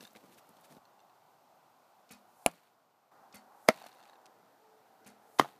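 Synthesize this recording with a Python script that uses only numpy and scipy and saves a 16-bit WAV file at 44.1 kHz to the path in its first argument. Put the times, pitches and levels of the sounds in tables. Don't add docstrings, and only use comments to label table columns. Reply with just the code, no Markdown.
import sys
import numpy as np
from scipy import signal
from scipy.fft import rfft, irfft, next_fast_len
from scipy.io import wavfile
from scipy.ndimage import uniform_filter1d, map_coordinates

SR = 44100
rng = np.random.default_rng(int(sys.argv[2]) if len(sys.argv) > 2 else 0)


def master_out(mix):
    frames = np.transpose(np.atleast_2d(mix))
    ceiling = np.clip(frames, -1, 1)
    pcm = np.round(ceiling * 32767).astype(np.int16)
    wavfile.write(sys.argv[1], SR, pcm)


def natural_amplitude(level_db):
    exponent = np.asarray(level_db, float) / 20
    return 10 ** exponent


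N = 246519

# arrival_s, arrival_level_db, swell [dB per s]
FLIGHTS = [
    (2.461, -67.5, 80),
    (3.685, -67, 91.5),
    (5.393, -66.5, 88),
]
# start_s, road_db, hiss_db, road_drift [dB per s], gain_dip_db after the thwack
PARTS = [
    (0, -65, -72, 4, -0.5),
    (.785, -65.5, -76, 0.26, -5.5),
    (3.115, -61.5, -75.5, -1.5, -0.13),
    (4.33, -65.5, -75.5, 0.5, -1),
]
# pitch_hz, level_db [dB per Hz]
PUSH_COLOUR = [(300, -2), (1200, 1.5), (2500, -15.5), (5000, -23.5), (9000, -39.5)]
QUIET_TOP_HZ = 15350


def unit(x):
    return x / np.sqrt(np.mean(x ** 2) + 1e-20)


def along(points, hz):
    f, v = np.transpose(points)
    return np.interp(np.log(hz + 1), np.log(f + 1), v)


def wobble(rate):
    knots = rng.standard_normal(int(N * rate / SR) + 4)
    return map_coordinates(knots, [np.arange(N) * rate / SR])


def filtered(x, response):
    m = next_fast_len(len(x) + 8192)
    return irfft(rfft(x, m) * response(np.fft.rfftfreq(m, 1 / SR)), m)[:len(x)]


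def noise(spectrum, size=N):
    return unit(filtered(rng.standard_normal(size), lambda hz: natural_amplitude(along(spectrum, hz))))


def fade(t60, attack, size):
    t = np.arange(size) / SR
    return (1 - np.exp(-t / attack)) * natural_amplitude(-60 * t / max(t60, .001))


def add(track, s, sound):
    part = track[round(s * SR):][:len(sound)]
    part += sound[:len(part)]


def struck(spectrum):
    c = irfft(np.log(natural_amplitude(along(spectrum, np.fft.rfftfreq(2048, 1 / SR)))))
    c = np.concatenate([c[:1], 2 * c[1:1024], np.zeros(1024)])
    answer = irfft(np.exp(rfft(c)))
    return answer / np.linalg.norm(answer)


def ring(modes, t60, scatter_db, detune=0.03):
    t = np.arange(4096) / SR
    luck = rng.standard_normal((len(modes), 2))
    tones = np.zeros(len(t))
    for (hz, db), (strength, shift) in zip(modes, luck):
        tones += natural_amplitude(db + scatter_db * strength) * np.sin(2 * np.pi * hz * (1 + detune * shift) * t)
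    return tones * fade(t60, attack=0.00043, size=len(t))


def burst(centre_hz, octaves, t60, attack):
    band = lambda hz: np.exp(-(np.log2((hz + 1) / centre_hz) / max(octaves, .1)) ** 2)
    return unit(filtered(rng.standard_normal(4096), band)) * fade(t60, attack, size=4096)


def arrows():
    # start_s, blow_db, contact_ms, tear_db, tear_t60_s
    first = [(2.4616, -30, 0.26, -20.5, .008), (2.4617, -9.5, 0.89, -21, 0.0063),
             (2.4624, -10.5, 0.28, -5.5, 0.0045), (2.467, -36, .8, -40, .012),
             (2.4678, -25, 0.53, -42.5, 0.012), (2.477, -40, 0.67, -46.5, 0.0063)]
    second = [(3.6797, -48.5, .4, -48, .016), (3.6818, -38.5, .4, -42.5, 0.016),
              (3.6848, -29, 0.68, -36.5, 0.009), (3.6863, -15.5, 0.77, -20.5, 0.005),
              (3.6869, -15.5, 0.076, -13.5, 0.0063), (3.6875, -40.5, 0.22, -11.5, .006),
              (3.6884, -15.5, 0.21, -25, 0.0053), (3.6881, -6.5, 0.7, -21, 0.0042),
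              (3.7021, -29.5, 0.87, -47, .015)]
    third = [(5.386, -45, 0.34, -48, 0.02), (5.388, -32, 0.23, -36, 0.032), (5.39, -33, 0.24, -31, .02),
             (5.3902, -28, 0.21, -37, 0.037), (5.395, -18.5, 1.13, -23, 0.012),
             (5.3963, -7, 0.52, -20, 0.012), (5.3973, -20.5, 0.51, -24, 0.0057),
             (5.3972, -4, 0.9, -24, 0.016), (5.3983, -14, 0.35, -23.5, 0.016),
             (5.4071, -30, 1.1, -52, .012), (5.41, -30, 0.46, -50, .012), (5.4105, -24, 0.55, -51, .01),
             (5.412, -20.5, 0.54, -50, 0.0096), (5.4235, -32.5, 1.5, -54, .02),
             (5.433, -42, 0.41, -54, 0.017)]
    # pitch_hz, width_hz, peak_db
    box_modes = [
        [(45, 72, -8.5), (170, 11, -14.5), (263, 77, -6.5), (571, 29, -14.5), (724, 230, 2), (1190, 330, -6.5),
         (1378, 80, -14), (1620, 470, -11), (2300, 350, -5.5), (2900, 400, -8)],
        [(168, 59, -17), (235, 85, 9), (464, 180, -2), (635, 57, 2.5), (754, 320, -4.5), (970, 50, -13),
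         (1316, 280, -3.5), (2080, 390, 6.5)],
        [(144.4, 18.6, -2), (321, 205, 1), (660, 34, -20), (734, 320, -3.5), (1064, 130, -9), (1200, 240, -2.5),
         (1850, 270, -2), (3210, 380, 2)],
    ]
    # pitch_hz, level_db [dB per Hz]
    tear_colours = [
        [(880, -41.5), (1250, -9.5), (1760, -14.5), (2300, -5), (3000, -8.5), (3250, -11.5), (3450, -34),
         (3900, -13), (5600, -18), (6600, -13), (7750, -5), (8700, -19.5), (9550, -4), (10700, -5.5),
         (11400, -22.5), (12200, -14), (13200, -21), (15000, -23.5), (15450, -39), (15900, -24), (16500, -29),
         (17200, -75)],
        [(150, -90.5), (880, -38.5), (1500, -15.5), (2110, -5.5), (2900, -18), (3600, -10), (4300, -9.5),
         (6000, -11), (7770, -20.5), (10200, -16.5), (11300, -26.5), (12200, -15.5), (13500, -27), (15000, -25),
         (15500, -42), (15900, -35.5), (16300, -43), (16700, -80.5)],
        [(150, -78), (500, -22), (880, -13), (1500, -15), (3250, -11), (3590, -15.5), (6560, -18),
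         (7180, -24.5), (12100, -27), (14900, -31), (15900, -80)],
    ]
    # crush_db, crush_t60_s, fizz_db, fizz_t60_s, lowest_hz the box radiates
    quivers = [
        (-30, 0.087, -41, 0.063, 40),
        (-17, 0.058, -36.5, 0.069, 211),
        (-29.5, 0.14, -44.5, 0.16, 270),
    ]
    echo_db = -30
    out = np.zeros(N)
    for contacts, modes, tear, quiver in zip([first, second, third], box_modes, tear_colours, quivers):
        start, hit = thwack(contacts, modes, tear, quiver)
        add(out, start, hit)
        echo = filtered(banks(hit), lambda hz: hz < QUIET_TOP_HZ)
        add(out, start, natural_amplitude(echo_db) * echo)
    return out


def thwack(contacts, modes, tear, quiver):
    start, size = contacts[0][0] - .01, SR // 2
    t, blows, rips = np.arange(size) / SR, np.zeros(size), np.zeros(size)
    for s, blow_db, contact_ms, tear_db, t60 in contacts:
        progress = np.clip((t - s + start) / (contact_ms / 1000), 0, 1)
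        blows += natural_amplitude(blow_db + 7.5) * np.sin(np.pi * progress) ** 2
        add(rips, s - start, natural_amplitude(tear_db) * rip(tear, t60))
    crush_db, crush_t60, fizz_db, fizz_t60, low_hz = quiver
    hardest = max(contacts, key=lambda row: row[1])[0] - start
    crush = noise(PUSH_COLOUR, size=size) * fade(crush_t60, attack=0.0029, size=size)
    add(blows, hardest, natural_amplitude(crush_db) * crush)
    fizz = filtered(noise(tear, size=size), lambda hz: hz < QUIET_TOP_HZ)
    add(rips, hardest, natural_amplitude(fizz_db) * fizz * fade(fizz_t60, attack=0.0015, size=size))

    def box(f):
        rings = sum(natural_amplitude(db) * 1j * f * w / (c * c - f * f + 1j * f * w) for c, w, db in modes)
        return rings * (1j * f / (low_hz + 1j * f)) ** 2

    return start, filtered(blows, box) + rips


def rip(tear, t60):
    snap_s = .0033
    shape = fade(t60, attack=0.00036, size=2048)
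    snap_share = np.clip(snap_s / t60, 0, 1)
    drive = np.sqrt(1 - snap_share) * rng.standard_normal(len(shape)) * shape
    drive[8] += np.sqrt(snap_share) * np.linalg.norm(shape)
    return signal.fftconvolve(drive, struck(tear))


def banks(x):
    # pitch_hz, t60_s
    echo_t60 = [(150, 0.12), (700, 0.23), (2000, .2), (8000, .1), (15000, 0.17)]
    hz, t, z = signal.stft(rng.standard_normal(SR // 2), SR, nperseg=256)
    dying = natural_amplitude(-60 * t / np.abs(along(echo_t60, hz))[:, None])
    tail = signal.istft(z * dying, SR, nperseg=256)[1]
    return signal.fftconvolve(np.pad(x, (60, 0)), tail / np.linalg.norm(tail))


def bow():
    # start_s, snap_db, swish_db, nock_ring_hz
    releases = [
        (2.1064, -45.5, -51, 2510),
        (3.341, -46, -52, 2084),
        (5.061, -49.5, -53, 2065),
    ]
    # delay_s after release, level_db, centre_hz, width [octaves], t60_s
    slaps = [(-.015, -14, 4520, 0.88, 0.048), (-.002, -11.5, 2520, 0.19, 0.031),
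             (.005, -2.5, 11480, .5, .011), (.011, -1, 6486, 0.71, 0.01), (0.0158, 3.5, 10000, .6, 0.008),
             (.027, -10.5, 6000, .9, 0.028), (.040, -14, 7000, 1.5, .02)]
    # pitch_hz, level_db [dB per Hz]
    swish_colour = [(180, 7.5), (300, 11), (354, -42), (461, 6.5), (543, 7.5), (769, 0), (2480, 3),
                    (3180, -1.5), (11500, -2.5), (15500, -26.5)]
    # pitch_hz, level_db
    limb_modes = [(1420, -14), (1820, -16), (3830, -17.5), (4460, -9), (5340, -16)]
    lower_hz, upper_hz, hum_db, hum_t60 = 207, 245, -55, 0.41
    upper_db, upper_loss = -1.5, 15
    out, t = np.zeros(N), np.arange(SR // 2) / SR
    for s, snap_db, swish_db, nock_hz in releases:
        for lag, db, centre_hz, octaves, t60 in slaps:
            slap = burst(centre_hz, octaves, t60, attack=0.00017)
            slap += natural_amplitude(-9.5) * ring(limb_modes + [(nock_hz, -10)], t60=0.14, scatter_db=1.0, detune=0.0046)
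            add(out, s + lag, natural_amplitude(snap_db + db) * slap)
        swish = filtered(noise(swish_colour, size=len(t)), lambda hz: 1 / np.sqrt(1 + (hz / 6000) ** 2))
        add(out, s, natural_amplitude(swish_db) * swish * fade(0.23, attack=0.0024, size=len(t)))
        hum = np.sin(2 * np.pi * lower_hz * t)
        hum += np.sin(2 * np.pi * upper_hz * t) * natural_amplitude(upper_db - upper_loss * t)
        hum += 0.44 * np.sin(2 * np.pi * 440 * t) * natural_amplitude(-300 * t)
        hum *= fade(hum_t60, attack=0.00076, size=len(t))
        thump = np.sin(2 * np.pi * 65 * t) * fade(0.12, attack=0.0039, size=len(t))
        add(out, s + .002, natural_amplitude(snap_db + 9) * struck(PUSH_COLOUR))
        add(out, s + .001, natural_amplitude(hum_db) * (hum + natural_amplitude(-13) * thump))
    return out


def flight():
    # pitch_hz, level_db [dB per Hz]
    feather_colour = [(1500, -20), (4000, -5.5), (8000, 2), (12000, 3.5), (15500, -2)]
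    t = np.arange(N) / SR
    level = sum(natural_amplitude(np.minimum(db + swell * (t - s), db)) * (t < s) for s, db, swell in FLIGHTS)
    return level * noise(feather_colour)


def shafts():
    # start_s, peak_db, knock_db against the peak
    clacks = [(.0074, -44, -28), (.0513, -39, -28), (.0742, -46.5, -23), (.853, -55, -3), (.9926, -56, -22),
              (1.0024, -51.5, -15), (1.0964, -57.5, -10), (3.7744, -54, -10), (3.7824, -52, -12),
              (3.7904, -52, -11), (3.8053, -47, -16), (3.8124, -53, 3), (3.8172, -49.5, 8.5),
              (3.8392, -46, -7), (3.8408, -51.5, 10), (3.8622, -53.5, 14.5), (3.8688, -46, -12),
              (3.9165, -51, -14), (3.9609, -58, -8), (3.9704, -59, 6), (4.0023, -55, -5.5),
              (4.0124, -52, -1), (4.0362, -46, -8), (4.0754, -59, -3), (4.0884, -57, 5), (4.0964, -51, 4),
              (4.132, -55, 7), (4.1554, -56.5, -5.5), (5.4455, -46, 14.5), (5.457, -55.5, 18),
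              (5.488, -57, 10)]
    # pitch_hz, level_db
    tick_modes = [(1650, -4), (2750, -3), (3750, -0.5), (4300, -2), (4750, -12.5), (6000, -6.5),
                  (7400, -11)]
    # pitch_hz, level_db
    knock_modes = [(720, 5), (860, 3.5), (1500, -5)]
    out, t60 = np.zeros(N), 0.018
    for s, db, knock_db in clacks:
        tick = ring(tick_modes, t60, scatter_db=4.5)
        knock = ring(knock_modes, 1.6 * t60, scatter_db=0.0)
        add(out, s, natural_amplitude(db - 7.5) * tick + natural_amplitude(db + knock_db - 8) * knock)
    return out


def snow():
    # start_s, hold_s, crunch_db, thud_db, release_t60_s
    boot_steps = [(0, .04, -58.5, -56.5, 0.2), (.15, 0.0069, -62, -51.5, 0.11),
                  (.2, 0.17, -75.5, -61.5, 0.13), (.485, .01, -91, -59, .13), (.58, 0.099, -75, -71, 0.14),
                  (.7, 0.067, -74, -59.5, 0.18)]
    # start_s, hold_s, crunch_db, thud_db, release_t60_s
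    sprays = [(2.478, 0.0018, -59, -44.5, 0.029), (2.49, 0.059, -67, -66, 0.21),
              (2.56, 0.11, -75.5, -93, 0.17), (3.703, 0.0019, -47.5, -43, .05),
              (3.715, 0.16, -60, -63, 0.083), (3.89, 0.2, -69.5, -77, 0.32),
              (5.408, 0.0015, -48, -34, 0.065), (5.42, 0.062, -63, -58.5, 0.5)]
    # centre_s, level_db, half_length_s
    puffs = [(0.26, -68.5, .006), (0.332, -65, 0.018), (0.386, -60, 0.011), (.57, -68.5, 0.0065),
             (0.65, -60.5, 0.0095), (0.718, -65, 0.023)]
    # start_s, peak_db, centre_hz, thud_db against the peak
    crust = [(.0074, -42, 3700, -5), (.0285, -45.5, 3740, 5.5), (0.037, -48, 3000, 3.5),
             (.108, -54.5, 5000, 4), (.0508, -45, 4240, -26), (.132, -53, 12900, -7),
             (0.1513, -43, 2000, -9), (.161, -38.5, 2590, -8), (0.1617, -50.5, 6500, -22),
             (0.1695, -47, 3180, 1), (0.2392, -59.5, 2020, 18.5), (.246, -64, 1500, 20),
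             (.324, -56, 2680, -5), (.345, -54, 4540, -1), (.3843, -52, 2080, -9), (.4704, -57, 8370, -21),
             (0.4912, -48.5, 9800, 3), (0.569, -57, 4000, 6), (.61, -51, 12200, -25),
             (0.6417, -54, 3510, -11), (0.6545, -55, 2580, 3), (.7228, -52, 6500, -20),
             (0.7228, -56, 2000, 7), (0.7491, -56, 4000, 4), (.7674, -51, 2680, 11.5)]
    # start_s, peak_db, centre_hz
    crumbs = [(2.487, -44.5, 3320), (2.5134, -46, 7000), (2.5538, -55, 6000), (3.7116, -52, 2000),
              (3.721, -51, 2470), (3.7377, -45, 2050), (3.76, -51, 4200), (3.8498, -50, 4000),
              (3.8652, -45, 6500), (3.885, -47, 3520), (3.894, -54, 2050), (3.928, -48.5, 2750),
              (3.972, -57.5, 2550), (4.0274, -48, 2840), (4.036, -55, 4260), (4.0539, -50, 2240),
              (4.2146, -63, 6500), (4.257, -45, 3600), (4.2636, -46.5, 3400)]
    # pitch_hz, level_db [dB per Hz]
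    crunch_colour = [(590, -8), (1000, -6), (1490, -5.5), (3110, -8.5), (3450, -8), (3780, -7),
                     (5040, -11.5), (12600, -10.5), (15500, -17)]
    skid_colour = [(590, -33), (1000, -2), (1200, -7), (2840, -11), (3080, -13.5), (4540, -12), (4980, -19),
                   (14600, -20.5), (15500, -29)]
    thud_colour = [(35, -80), (60, -44), (110, -10.5), (200, 0), (350, -7.5), (700, -10.5), (1500, -40)]
    crust_octaves, crumb_octaves, crumb_thud_db = 0.82, 1.4, -12.5
    push_db = 11.5
    push = unit(noise(thud_colour) * natural_amplitude(3 * wobble(25)))
    out, t = np.zeros(N), np.arange(N) / SR
    walking = (boot_steps, crunch_colour, 0.0075, PARTS[1][0])
    landing = (sprays, skid_colour, 0.0022, N / SR)
    for rows, colour, rise, end in [walking, landing]:
        grains = rng.standard_normal(N) * natural_amplitude(1.2 * wobble(90) + 4 * wobble(600))
        crunch = unit(filtered(grains, lambda hz: natural_amplitude(along(colour, hz))))
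        for s, hold, crunch_db, thud_db, t60 in rows:
            pressed = natural_amplitude(crunch_db) * crunch + natural_amplitude(thud_db - 4.0) * push
            out += (t < end) * press(s, rise, hold, t60) * pressed
    out += noise(crunch_colour) * sum(natural_amplitude(db) * np.exp(-((t - s) / half) ** 2) for s, db, half in puffs)
    cracks = [(*row, crust_octaves) for row in crust]
    cracks += [(*row, crumb_thud_db, crumb_octaves) for row in crumbs]
    knock = np.pad(struck(thud_colour), (0, 2048))
    for s, db, centre_hz, thud_db, octaves in cracks:
        crack = burst(centre_hz, octaves, t60=0.014, attack=0.00038)
        add(out, s, natural_amplitude(db - 5.5) * crack + natural_amplitude(db + thud_db + push_db) * knock)
    return out


def press(s, rise, hold, t60):
    t = np.arange(N) / SR - s
    return np.clip(t / rise, 0, 1) * natural_amplitude(-60 * np.clip(t - rise - hold, 0, None) / max(t60, .001))


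def air():
    # pitch_hz, level_db [dB per Hz]
    road_colours = [
        [(60, -46), (106, -9.5), (464, -10), (771, 0), (1460, -11.5), (1690, -20.5), (3000, -27.5),
         (6600, -120)],
        [(50, -40), (110, -18), (215, -14.5), (560, -10.5), (771, -4.5), (1400, -14), (2300, -30.5),
         (6600, -88)],
        [(60, -58), (106, -14), (565, -10.5), (823, -4), (1090, -14), (1370, -13.5), (3000, -34.5),
         (6600, -120)],
    ]
    road_changes = [0, 3.115, 4.33, 6]
    # pitch_hz, level_db [dB per Hz]
    hiss_colour = [(880, -33), (1500, -6.5), (1700, -11.5), (1790, -9), (2110, -10.5), (4350, -10),
                   (10100, -17), (14200, -12), (15500, -22)]
    road_db, hiss_db = levels()
    t, drone = np.arange(N) / SR, np.zeros(N)
    for colour, begin, end in zip(road_colours, road_changes, road_changes[1:]):
        drone += noise(colour) * (t >= begin) * (t < end)
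    z = signal.stft(drone, nperseg=1024)[2]
    patches = uniform_filter1d(rng.standard_normal(z.shape), size=5, axis=0)
    patches = uniform_filter1d(patches, size=8, axis=1)
    road = unit(signal.istft(z * natural_amplitude(1.2 * unit(patches)), nperseg=1024)[1][:N])
    return natural_amplitude(road_db + 0.53 * wobble(4.7)) * road + notes() + natural_amplitude(hiss_db) * noise(hiss_colour)


def levels():
    t = np.arange(N) / SR
    starts, road_db, hiss_db, drift, dip_db = np.transpose(PARTS)
    part = np.clip(np.searchsorted(starts, t, side="right") - 1, 0, None)
    landed = np.array([0] + [row[0] for row in FLIGHTS])[part]
    since = np.clip(t - landed, 0, None)
    dip = lambda lag_s: dip_db[part] * (1 - np.exp(-(since / lag_s) ** 2))
    road = road_db[part] + drift[part] * (t - starts[part]) + dip(0.068)
    return road, hiss_db[part] + dip(0.3)


def notes():
    # start_s, end_s, pitch_hz, level_db
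    engines = [(3.115, 4.33, 757, -69), (3.3, 4.33, 803, -70), (3.9, 4.2, 851, -73), (4.7, 5.6, 760, -73),
               (4.58, 5.6, 437, -73)]
    fade_s = 0.023
    t, out = np.arange(N) / SR, np.zeros(N)
    for begin, end, hz, db in engines:
        gate = np.clip(np.minimum(t - begin, end - t) / fade_s, 0, 1)
        level = natural_amplitude(db + 3.2 * wobble(7.9))
        turns = np.cumsum(hz + 1.5 * wobble(9)) / SR
        out += gate * level * np.sin(2 * np.pi * turns)
    return out


def pops():
    # centre_s, level_db
    bumps = [(0.784, -60), (3.115, -72)]
    t = np.arange(N) / SR
    return sum(natural_amplitude(db) * np.exp(-((t - s) / 0.0035) ** 2) for s, db in bumps)


def scene():
    quiet = air() + pops() + snow() + shafts() + bow() + flight()
    return (filtered(quiet, lambda hz: hz < QUIET_TOP_HZ) + arrows())[None]


def band_limit(x):
    return signal.sosfilt(signal.butter(12, 17010, fs=SR, output="sos"), x)


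def record(dry):
    top_hz, edge_hz = 16850, 300

    def microphone(hz):
        bass_loss = (1j * hz / (90 + 1j * hz)) ** 2
        return bass_loss * np.exp(-(np.maximum(hz - top_hz + edge_hz, 0) / edge_hz) ** 2)

    mix = filtered(dry[0], microphone)[None]
    return band_limit(mix)


dry = scene()
out = record(dry)
master_out(out)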